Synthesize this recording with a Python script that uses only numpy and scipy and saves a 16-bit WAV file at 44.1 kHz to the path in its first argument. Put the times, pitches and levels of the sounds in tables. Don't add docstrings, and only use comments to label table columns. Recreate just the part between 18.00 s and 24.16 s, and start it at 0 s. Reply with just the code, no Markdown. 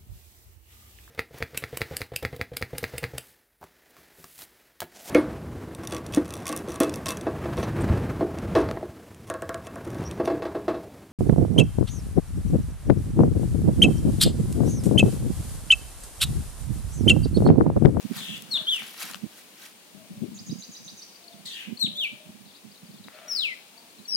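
import sys
import numpy as np
from scipy import signal
from scipy.fft import rfft, irfft
from scipy.io import wavfile
from scipy.ndimage import uniform_filter1d

SR = 44100
rng = np.random.default_rng(int(sys.argv[2]) if len(sys.argv) > 2 else 0)


def materialize(psi):
    bounded = np.clip(np.atleast_2d(psi).T, -1, 1)
    quanta = np.round(bounded * 32767).astype(np.int16)
    wavfile.write(sys.argv[1], SR, quanta)


N = 271645
TIME = np.arange(N) / SR


def from_db(db):
    return 10 ** (np.asarray(db) / 20)


def rms_one(x):
    return x / np.sqrt(np.mean(x ** 2) + 1e-20)


def at_hz(points, hz):
    f, value = np.transpose(points)
    return np.interp(np.log(hz + 1e-6), np.log(f), value)


def coloured(x, spectrum):
    gain = from_db(at_hz(spectrum, np.fft.rfftfreq(N, 1 / SR)))
    return rms_one(irfft(rfft(x) * gain, N))


def band(x, low_hz, high_hz):
    return signal.sosfilt(signal.butter(2, [low_hz, high_hz], "band", fs=SR, output="sos"), x)


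def drift(rate_hz):
    slow = signal.sosfilt(signal.butter(2, rate_hz, fs=SR, output="sos"), rng.standard_normal(N + SR))
    return rms_one(slow[SR:])


def surge(s, rise, fade):
    t = TIME - s
    return np.exp(np.maximum(np.minimum(t / rise, -t / fade), -20))


def swell(start, attack, hold, release, db, depth_db=30):
    t = TIME - start
    below = np.clip(np.maximum(1 - t / attack, (t - attack - hold) / release), 0, 4)
    return from_db(db - depth_db * below)


def noisy_tone(pitch, width_hz):
    phase = 2 * np.pi * np.cumsum(pitch) / SR
    return drift(width_hz) * np.sin(phase) + drift(width_hz) * np.cos(phase)


def glides(rows):
    out = np.zeros(N + SR)
    for s, length, start_hz, end_hz, db in rows:
        u, first = np.linspace(0, 1, int(length * SR)), int(s * SR)
        phase = 2 * np.pi * np.cumsum(start_hz + (end_hz - start_hz) * u) / SR
        out[first:first + len(u)] += np.sqrt(2) * from_db(db) * np.sin(np.pi * u) * np.sin(phase)
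    return out[:N]


def balance(pan_db):
    return from_db([[pan_db / 2], [-pan_db / 2]])


def place(x, pan_db, lag_ms=0):
    late = np.interp(TIME - lag_ms / 1000, TIME, x)
    return np.array([late, x]) * rms_one(balance(pan_db))


def scatter(x, near_db, near_t60, far_db, far_t60, pan_db):
    t = TIME[:SR]
    sparse = rng.standard_normal((2, SR)) * (rng.random((2, SR)) < 1500 / SR) * (t > .003)
    near = sparse * from_db(-60 * t / near_t60)
    far = rng.standard_normal((2, SR)) * from_db(-60 * t / far_t60) * np.minimum(t / .02, 1)
    echoes = sum(from_db(db) * part / np.linalg.norm(part, axis=1, keepdims=True)
                 for db, part in [(near_db, near), (far_db, far)])
    return signal.fftconvolve(x[None], echoes, axes=1)[:, :N] * balance(pan_db)


# frequency in Hz, relative density in dB.
AIR_SPECTRUM = [(24, -65), (40, -12.5), (140, -10.5), (193, 2), (242, -1), (500, -5), (728, -6.5),
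                (1470, -10.5), (2030, -9.5), (2420, -7.5), (4410, -8.5), (5530, -11.5), (8400, -12),
                (9450, -8.5), (10300, -16), (15800, -14)]
# time in seconds, level in dB.
AIR_LEVEL = [(0, -48), (1.8, -51.5), (3.2, -51.5), (4.6, -52.5), (6.16, -51.5)]
# frequency in Hz, correlation between the ports.
AIR_COHERENCE = [(100, 0.35), (300, 0.63), (600, 0.55), (1500, 0.016), (4000, 0.0091), (15000, 0.011)]
# frequency in Hz, left over right in dB.
AIR_BALANCE = [(60, -5), (110, -4.5), (200, 0.5), (380, 0), (700, 1), (1290, 1.5), (2380, 5.5), (4400, 3.5),
               (8120, 2), (15000, -1)]


def air():
    hz = np.fft.rfftfreq(N, 1 / SR)
    mid, side = rfft(rng.standard_normal((2, N)))
    coherence, sign = at_hz(AIR_COHERENCE, hz), np.array([[1], [-1]])
    ports = np.sqrt(1 + coherence) * mid + sign * np.sqrt(1 - coherence) * side
    ports *= from_db(sign * at_hz(AIR_BALANCE, hz) / 2)
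    level = from_db(np.interp(TIME, *np.transpose(AIR_LEVEL)))
    return coloured(irfft(ports, N), AIR_SPECTRUM) * level


# frequency in Hz, relative density in dB.
LEAF_SPECTRUM = [(290, -47), (500, -8.5), (876, -1.5), (954, -8), (1750, -1), (1900, -1), (3740, -2.5),
                 (8720, -8.5), (10800, -5), (15500, -11.5)]


def crackle(base_per_s=170, spread_db=4, clump_db=4, pan_spread_db=3.5, decay_cycles=5):
    out, clumps = np.zeros((2, N)), drift(60)
    for hz in np.geomspace(1300, 14430, 14):
        chance = base_per_s / SR * from_db(clump_db * (clumps + drift(40)))
        onsets = np.flatnonzero(rng.random(N) < chance)
        sizes = from_db(spread_db * np.minimum(rng.exponential(1, len(onsets)), 2.5))
        sizes *= rng.choice([-1, 1], len(onsets))
        clicks = np.zeros((2, N))
        clicks[:, onsets] = sizes * from_db(rng.normal(0, pan_spread_db, (2, len(onsets))))
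        radius = np.exp(-hz / (decay_cycles * SR))
        resonator = [1, -2 * radius * np.cos(2 * np.pi * hz / SR), radius ** 2]
        out += rms_one(signal.lfilter([1, 0, -1], resonator, clicks + 1e-18)) * np.sqrt(hz)
    return coloured(out, LEAF_SPECTRUM)


# peak time, rise and decay in seconds, relative levels of
# the hiss and of the scuff in dB.
BRUSHES = [(.01, 0.026, 0.058, -55.5, -69), (0.168, 0.039, 0.079, -40.5, -48.5),
           (.365, 0.015, 0.022, -46.5, -58), (.56, 0.057, 0.12, -52.5, -52), (.745, 0.05, 0.16, -45, -64),
           (.875, 0.13, 0.1, -46, -62), (1.025, 0.032, 0.054, -34.5, -49.5),
           (1.102, 0.035, 0.04, -42.5, -48.5), (1.38, 0.08, 0.059, -50.5, -72),
           (1.657, 0.067, 0.031, -45, -62)]


def leaves(hiss_db=-1.5, crackle_db=-3, coherence=0.25):
    slips = rng.standard_normal((3, N))
    hiss = coloured(np.sqrt(coherence) * slips[2] + np.sqrt(1 - coherence) * slips[:2], LEAF_SPECTRUM)
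    contact = np.sqrt(sum((from_db(db) * surge(s, rise, fade)) ** 2 for s, rise, fade, db, _ in BRUSHES))
    rustle = from_db(hiss_db) * hiss + from_db(crackle_db) * crackle()
    return rustle * contact * from_db(1.03 * drift(50)) * balance(1.2)


def scuffs(low_hz=900, high_hz=1750):
    rub = rms_one(band(rng.standard_normal((2, N)) + rng.standard_normal(N), low_hz, high_hz))
    contact = np.sqrt(sum((from_db(db) * surge(s, rise, fade)) ** 2 for s, rise, fade, _, db in BRUSHES))
    return rub * contact * from_db(2 * drift(65)) * balance(3)


# time in seconds, peak level before panning in dB, nominal frequency in Hz.
STEM_SNAPS = [(.028, -36, 7000), (.111, -44, 4500), (.378, -33, 11000), (.422, -24.5, 10100),
              (.571, -32, 1890), (.821, -28.5, 1990), (0.943, -34, 2480), (1.023, -26, 11000),
              (1.029, -22, 10100), (1.062, -40, 1930), (1.077, -33, 7000), (1.113, -25, 9000),
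              (1.1351, -26, 3300), (1.145, -21.5, 2840), (1.156, -29.5, 3280), (5.084, -29, 1300),
              (5.188, -34.5, 1430)]


def stem_snaps(decay_s=0.00086):
    snaps, t = np.zeros(N), TIME[:SR // 20]
    for s, db, hz in STEM_SNAPS:
        crack = band(rng.standard_normal(len(t)) * np.exp(-t / decay_s), hz / 2.54, hz * 1.36)
        snaps[int(s * SR):int(s * SR) + len(t)] += from_db(db) * crack / np.abs(crack).max()
    return place(snaps, pan_db=10)


# peak time and decay in seconds, pitch in Hz, left and right relative
# levels in dB.
PUFFS = [(.053, 0.0082, 200.4, -49, -22), (.112, 0.01, 223, -51, -19), (.165, 0.03, 192.4, -39.5, -36),
         (.21, 0.027, 200, -38.5, -63), (.29, 0.058, 199, -62, -32.5), (.617, 0.0021, 188, -61, -31),
         (.819, 0.013, 218, -64, -40), (1.239, 0.0079, 215, -49, -21), (1.262, 0.0047, 218, -58, -28),
         (1.944, 0.071, 199.3, -41, -66), (2.222, 0.014, 221, -18.5, -41), (2.236, 0.017, 359, -27, -51),
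         (2.284, 0.0072, 239, -32, -45), (2.322, 0.014, 218, -30.5, -49), (2.497, 0.013, 184, -27, -31),
         (2.527, 0.008, 215, -51, -20.5), (2.556, 0.0096, 216, -57, -31), (2.584, 0.015, 208, -52, -34.5),
         (2.692, 0.015, 218, -42, -39.5), (3.68, 0.034, 218, -65, -30.5), (3.725, 0.01, 226, -57, -25.5),
         (3.844, 0.0073, 238, -53, -24), (3.871, 0.039, 207, -67, -31.5), (4.129, 0.016, 205, -55, -37.5),
         (4.267, 0.006, 194, -68, -38.5), (4.297, 0.0043, 220, -36.5, -48),
         (4.649, 0.038, 207.6, -62, -38.5), (5.083, 0.0038, 268, -43, -40.5),
         (5.992, 0.02, 197, -76, -39.5), (6.15, 0.02, 189, -67, -39.5)]
# start and length in seconds, left and right relative levels in dB.
PUFF_SPELLS = [(0.367, .21, -60, -41.5), (1.047, .12, -54, -42), (2.112, .1, -36, -36.5),
               (2.29, .08, -39, -39), (2.41, .08, -39.5, -39), (2.805, .14, -49, -46),
               (3.34, .12, -75, -44), (4.292, .19, -61, -42.5), (4.83, .29, -46, -42)]
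# frequency in Hz, relative density in dB.
TURBULENCE_SPECTRUM = [(30, -27), (60, -9.5), (110, -1), (160, 3), (215, -5), (280, -1.5), (420, -12),
                       (650, -22), (1200, -55)]


def breeze(usual_hz=200.8, wander=0.1097, turbulence_db=-5, rise_s=0.0064, rounding_s=0.0026,
           spell_gap_s=0.058, spell_fade_s=0.024):
    pitch = usual_hz * (1 + wander * np.array([drift(59.9), drift(59.9)]))
    shake = np.sqrt(2) * np.sin(2 * np.pi * np.cumsum(pitch, axis=1) / SR)
    turbulence = coloured(rng.standard_normal((2, N)), TURBULENCE_SPECTRUM)
    eddies = rms_one(shake + from_db(turbulence_db) * turbulence)
    puffs, out = list(PUFFS), np.zeros((2, N))
    for start, length, left_db, right_db in PUFF_SPELLS:
        for k, (late, left, right) in enumerate(rng.uniform(-0.632, 0.607, size=(8, 3))):
            if k * spell_gap_s < length:
                s = start + (k + 0.195 * late) * spell_gap_s
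                puffs.append((s, spell_fade_s, usual_hz, left_db + 3 * left, right_db + 3 * right))
    for (s, fade, hz, left_db, right_db), origin in zip(puffs, rng.uniform(1, TIME[-1] - 2, size=100)):
        near = np.abs(TIME - s) < .5
        scaled_time = origin + (TIME[near] - s) * hz / usual_hz
        eddy = [np.interp(scaled_time, TIME, port) for port in eddies]
        envelope = uniform_filter1d(surge(s, rise_s, fade)[near], int(rounding_s * SR))
        out[:, near] += from_db([[left_db], [right_db]]) * eddy * envelope
    return band(out, 85, 470)


# start, attack, hold and release in seconds, relative level in dB,
# start and end pitch in Hz, settling time in seconds, trims of the bright bands and the low band in dB.
RASPS = [(0.146, 0.033, 0.18, 0.07, -43, 4700, 3063, .05, 2.5, -7.5),
         (.765, 0.012, 0.023, 0.11, -47, 2806, 2298, .03, -6, -14),
         (3.45, 0.0024, 0.18, 0.1, -43.5, 4250, 2246, .125, 0.5, -3.5)]


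def rasps(pulses_per_s=115, throb_db=5.5, accent_db=3.5, accent_s=0.021):
    voice = np.zeros(N)
    pulse_phase = 2 * np.pi * np.cumsum(pulses_per_s * (1 + 0.234 * drift(61))) / SR
    throb = rms_one(from_db(throb_db * np.sin(pulse_phase)))
    for s, attack, hold, release, db, start_hz, end_hz, settle, bright_db, low_db in RASPS:
        pitch = end_hz + (start_hz - end_hz) * np.exp(-np.maximum(TIME - s, 0) / settle)
        upper = from_db(-11) * rms_one(band(rng.standard_normal(N), 4900, 8700)) * (pitch / 3800) ** 3
        under = from_db(low_db - 11) * noisy_tone(1020 + .25 * pitch, width_hz=100) * 3000 / pitch
        hiss = from_db(-16) * rms_one(band(rng.standard_normal(N), 3200, 18000)) * pitch / 3500
        bands = noisy_tone(pitch, width_hz=390) + under + from_db(bright_db) * (upper + hiss)
        accent = from_db(accent_db * surge(s, attack, accent_s))
        voice += bands * throb * accent * swell(s, attack, hold, release, db)
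    echoes = scatter(voice, near_db=2, near_t60=0.06, far_db=-2, far_t60=0.45, pan_db=3.5)
    return from_db(-2) * place(voice, pan_db=8) + echoes


# time in seconds, pitch in Hz, relative level in dB.
WHISTLES = [ (4.1, 0.019, 3.5, (-22, -19, -45, -45), [(.506, 4420, -51), (.513, 4365, -32),
            (.525, 4275, -26.5), (.545, 3780, -21.5), (.562, 3500, -22), (.573, 3320, -25),
            (.58, 2750, -33.5)]), (2.5, 0.073, -0.5, (-13, -16.5, -31, -25), [(.663, 3170, -48),
            (.673, 3120, -27), (.683, 3276, -19), (.699, 3650, -21.5), (.73, 3073, -21), (.76, 2823, -32.5),
            (.783, 2570, -38), (.8, 2170, -43)]), (8.5, 0.132, 0.5, (-21.5, -15.5, -39, -45),
            [(3.793, 4150, -35), (3.801, 4235, -38), (3.813, 4300, -25.5), (3.828, 4000, -17.5),
            (3.845, 3760, -22.5), (3.857, 3575, -24.5), (3.866, 3110, -27), (3.874, 2190, -44)]),
            (2.7, -0.099, .5, (-19.5, -25, -21, -14.5), [(3.955, 3320, -40), (3.974, 3500, -33.5),
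            (3.987, 3790, -27.5), (4.01, 3380, -26.5), (4.034, 2950, -25), (4.058, 2360, -27),
            (4.07, 2306, -32), (4.082, 2330, -39)]), (6.9, 0.188, -0.5, (-21.5, -21, -26, -17),
            [(5.281, 5730, -40.5), (5.296, 5760, -31.5), (5.321, 5325, -27.5), (5.347, 5240, -29.5),
            (5.368, 4700, -25), (5.38, 4215, -28), (5.386, 4260, -27), (5.398, 4010, -22),
            (5.419, 3575, -26), (5.45, 2680, -25), (5.472, 2367, -27.5), (5.515, 2050, -36),
            (5.543, 1990, -43)]), (8, .1, -0.5, (-20, -30, -40, -40), [(6.079, 5680, -39),
            (6.089, 5650, -28.5), (6.104, 5550, -33.5), (6.122, 5290, -26), (6.139, 5306, -25.5),
            (6.16, 4670, -22)])]
# frequency in Hz, gain in dB.
BEAK_RESPONSE = [(5500, -5), (7000, -3.5), (8400, 7.5), (9800, -2), (11000, -6.5), (12600, -0.5),
                 (14000, 4), (15500, 0)]


def whistles(edge_s=0.0021, flutter_db=1.74, jitter_rad=0.56, full_db=-28, echo_band_hz=(2280, 7600)):
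    direct, to_foliage = np.zeros((2, N)), np.zeros(N)
    waver = 1 + 0.00138 * drift(114) + 0.0019 * drift(48)
    flutter = from_db(flutter_db * drift(140))
    jitter, breakup = jitter_rad * drift(350), from_db(4.1 * drift(75))
    for pan_db, lag_ms, echo_db, weights, course in WHISTLES:
        s, hz, db = np.transpose(course)
        pitch, level_db = np.interp(TIME, s, hz), np.interp(TIME, s, db)
        gate = np.clip(1 + np.minimum(TIME - s[0], s[-1] - TIME) / edge_s, 0, 1)
        phase = 2 * np.pi * np.cumsum(pitch * waver) / SR
        overtones = np.zeros(N)
        for k, weight_db in enumerate(weights, 2):
            gain = from_db(weight_db + at_hz(BEAK_RESPONSE, k * pitch)) * (k * pitch < SR / 2)
            overtones += gain * np.sin(k * (phase + jitter))
        overtones *= breakup * np.minimum(pitch / 4000, 1) ** 2.8
        overtones *= from_db(full_db + 0.14 * (level_db - full_db))
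        note = np.sqrt(2) * (from_db(level_db) * np.sin(phase) + overtones) * flutter * gate
        direct += place(note, pan_db, lag_ms)
        to_foliage += from_db(echo_db) * note
    dull = band(to_foliage, *echo_band_hz)
    echoes = scatter(dull, near_db=-7.5, near_t60=0.24, far_db=-19, far_t60=0.78, pan_db=5.5)
    return from_db(-2) * direct + echoes


# start and length in seconds, start and end pitch in Hz, level in dB.
SECOND_VOICE = [(.504, 0.046, 5830, 5150, -46), (3.795, 0.031, 6000, 5640, -45),
                (3.82, 0.035, 5840, 5650, -51), (4.028, 0.019, 5850, 5700, -54)]


def second_voice():
    return place(glides(SECOND_VOICE) * (1 + .5 * drift(200)), pan_db=21)


def from_afar(call):
    echoes = scatter(call, near_db=-6, near_t60=0.098, far_db=-16, far_t60=0.9, pan_db=5)
    return from_db(-1.5) * place(call, pan_db=4) + echoes


# start and length in seconds, start and end pitch in Hz, relative level in dB.
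HOOTS = [(.53, .14, 650, 612, -58.5), (1.93, 0.19, 622, 665, -61.5), (2.08, 0.16, 590, 558, -67),
         (3.19, 0.27, 705, 666, -61), (3.88, 0.2, 585, 602, -63.5), (4.07, 0.3, 585, 640, -65.5),
         (5.11, 0.083, 587, 650, -60), (5.16, .16, 688, 600, -58), (5.68, 0.29, 680, 690, -68),
         (5.7, 0.19, 917, 920, -65)]


def hoots(waver_db=3, blur_rad=0.65):
    blurred = np.real(signal.hilbert(glides(HOOTS)) * np.exp(1j * blur_rad * drift(32)))
    return from_afar(blurred * from_db(2 + waver_db * drift(37)))


# offset and length in seconds, start and end pitch in Hz,
# relative level in dB.
STROKES = [(-.039, 0.0133, 7270, 5840, -0.5), (-.025, 0.0203, 7030, 5630, 0.5),
           (-.007, 0.013, 3764, 3920, 2.5), (.007, 0.0127, 4300, 5150, 4.5), (.015, 0.0137, 4980, 6760, -1)]
# time in seconds, factor on the pitch span above the lowest note,
# relative level in dB, extra level of the lowest stroke in dB.
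SYLLABLES = [(2.380, 1.09, -1.2, -3.5), (2.5, 1.02, 0, -1), (2.624, 1, -0.53, 0),
             (2.753, 0.98, -0.38, -0.5), (2.881, .94, -0.65, 0), (3.009, 0.86, 0.92, -7)]


def trill(base_db=-45, pitch_spread=0.014, rough_db=3.5, echo_band_hz=(3800, 9000)):
    lowest, strokes = STROKES[2][2], []
    for s, span, db, low_db in SYLLABLES:
        for offset, length, start_hz, end_hz, stroke_db in STROKES:
            detune = 1 + pitch_spread * rng.standard_normal()
            pitches = detune * (lowest + (np.array([start_hz, end_hz]) - lowest) * span)
            level_db = base_db + db + stroke_db + low_db * (start_hz == lowest)
            strokes.append((s + offset, length, *pitches, level_db))
    song = glides(strokes) * from_db(rough_db * drift(430))
    reflected = band(song, *echo_band_hz)
    echoes = scatter(reflected, near_db=-3, near_t60=0.12, far_db=-4, far_t60=0.9, pan_db=1.5)
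    return from_db(-3.5) * place(song, pan_db=-4) + echoes


# start and length in seconds, ticks per second, mean level in dB.
TWITTER_BOUTS = [(3.081, .34, 28, -55), (4.446, 0.14, 170, -58), (4.622, 0.57, 28, -56.5),
                 (5.597, 0.36, 12, -59)]


def twitter(spread_db=8):
    strokes = []
    for s, length, per_s, db in TWITTER_BOUTS:
        for when, duration, height, strength in rng.random((int(per_s * length), 4)):
            hz, level_db = 3800 + 1500 * height, db + spread_db * (strength - .5)
            strokes.append((s + when * length, 0.0063 + 0.0105 * duration, hz, hz - 700, level_db))
    ticks = glides(strokes)
    echoes = scatter(ticks, near_db=-6, near_t60=0.1, far_db=-14, far_t60=0.4, pan_db=7)
    return place(ticks, pan_db=12) + echoes


# start and length in seconds, start and end pitch in Hz, level in dB.
CHIPS = [(3.155, 0.01, 4300, 5170, -48.5), (3.277, 0.0097, 4110, 4740, -43.5),
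         (3.522, 0.03, 4170, 4970, -47), (3.771, 0.0091, 4000, 4800, -38.5),
         (4.044, 0.011, 4180, 4640, -43.5), (4.912, 0.0068, 5460, 3600, -53),
         (5.036, 0.0163, 4360, 3330, -50), (5.776, 0.0085, 4620, 4470, -46),
         (5.982, 0.018, 4290, 3760, -52), (6.051, 0.012, 4600, 4200, -45)]


def chips():
    notes = glides(CHIPS)
    echoes = scatter(notes, near_db=-5, near_t60=0.046, far_db=-6, far_t60=0.76, pan_db=6)
    return place(notes, pan_db=10) + echoes


# start, attack, hold and release in seconds, relative level in dB.
HOARSE_CALL = [(4.98, 0.16, 0.17, 0.56, -52)]
# centre and width in Hz, gain in dB.
FORMANTS = [(610, 320, 5.5), (1330, 210, 8), (1790, 240, 3), (2250, 1950, 2.5)]


def hoarse_call():
    throat = sum(from_db(db) * band(rng.standard_normal(N), hz - width / 2, hz + width / 2)
                 for hz, width, db in FORMANTS)
    return from_afar(rms_one(throat) * sum(swell(*call) for call in HOARSE_CALL))


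def scene():
    near_bird = whistles() + second_voice() + rasps()
    other_birds = trill() + chips() + twitter() + hoots() + hoarse_call()
    plants = leaves() + stem_snaps() + scuffs()
    return near_bird + other_birds + plants + breeze() + air()


def record(dry, low_cut_hz=85, high_cut_hz=15900):
    thin = signal.sosfilt(signal.butter(2, low_cut_hz, "high", fs=SR, output="sos"), dry)
    return signal.sosfilt(signal.ellip(12, .1, 95, high_cut_hz, fs=SR, output="sos"), thin)


dry = scene()
out = record(dry)
materialize(out)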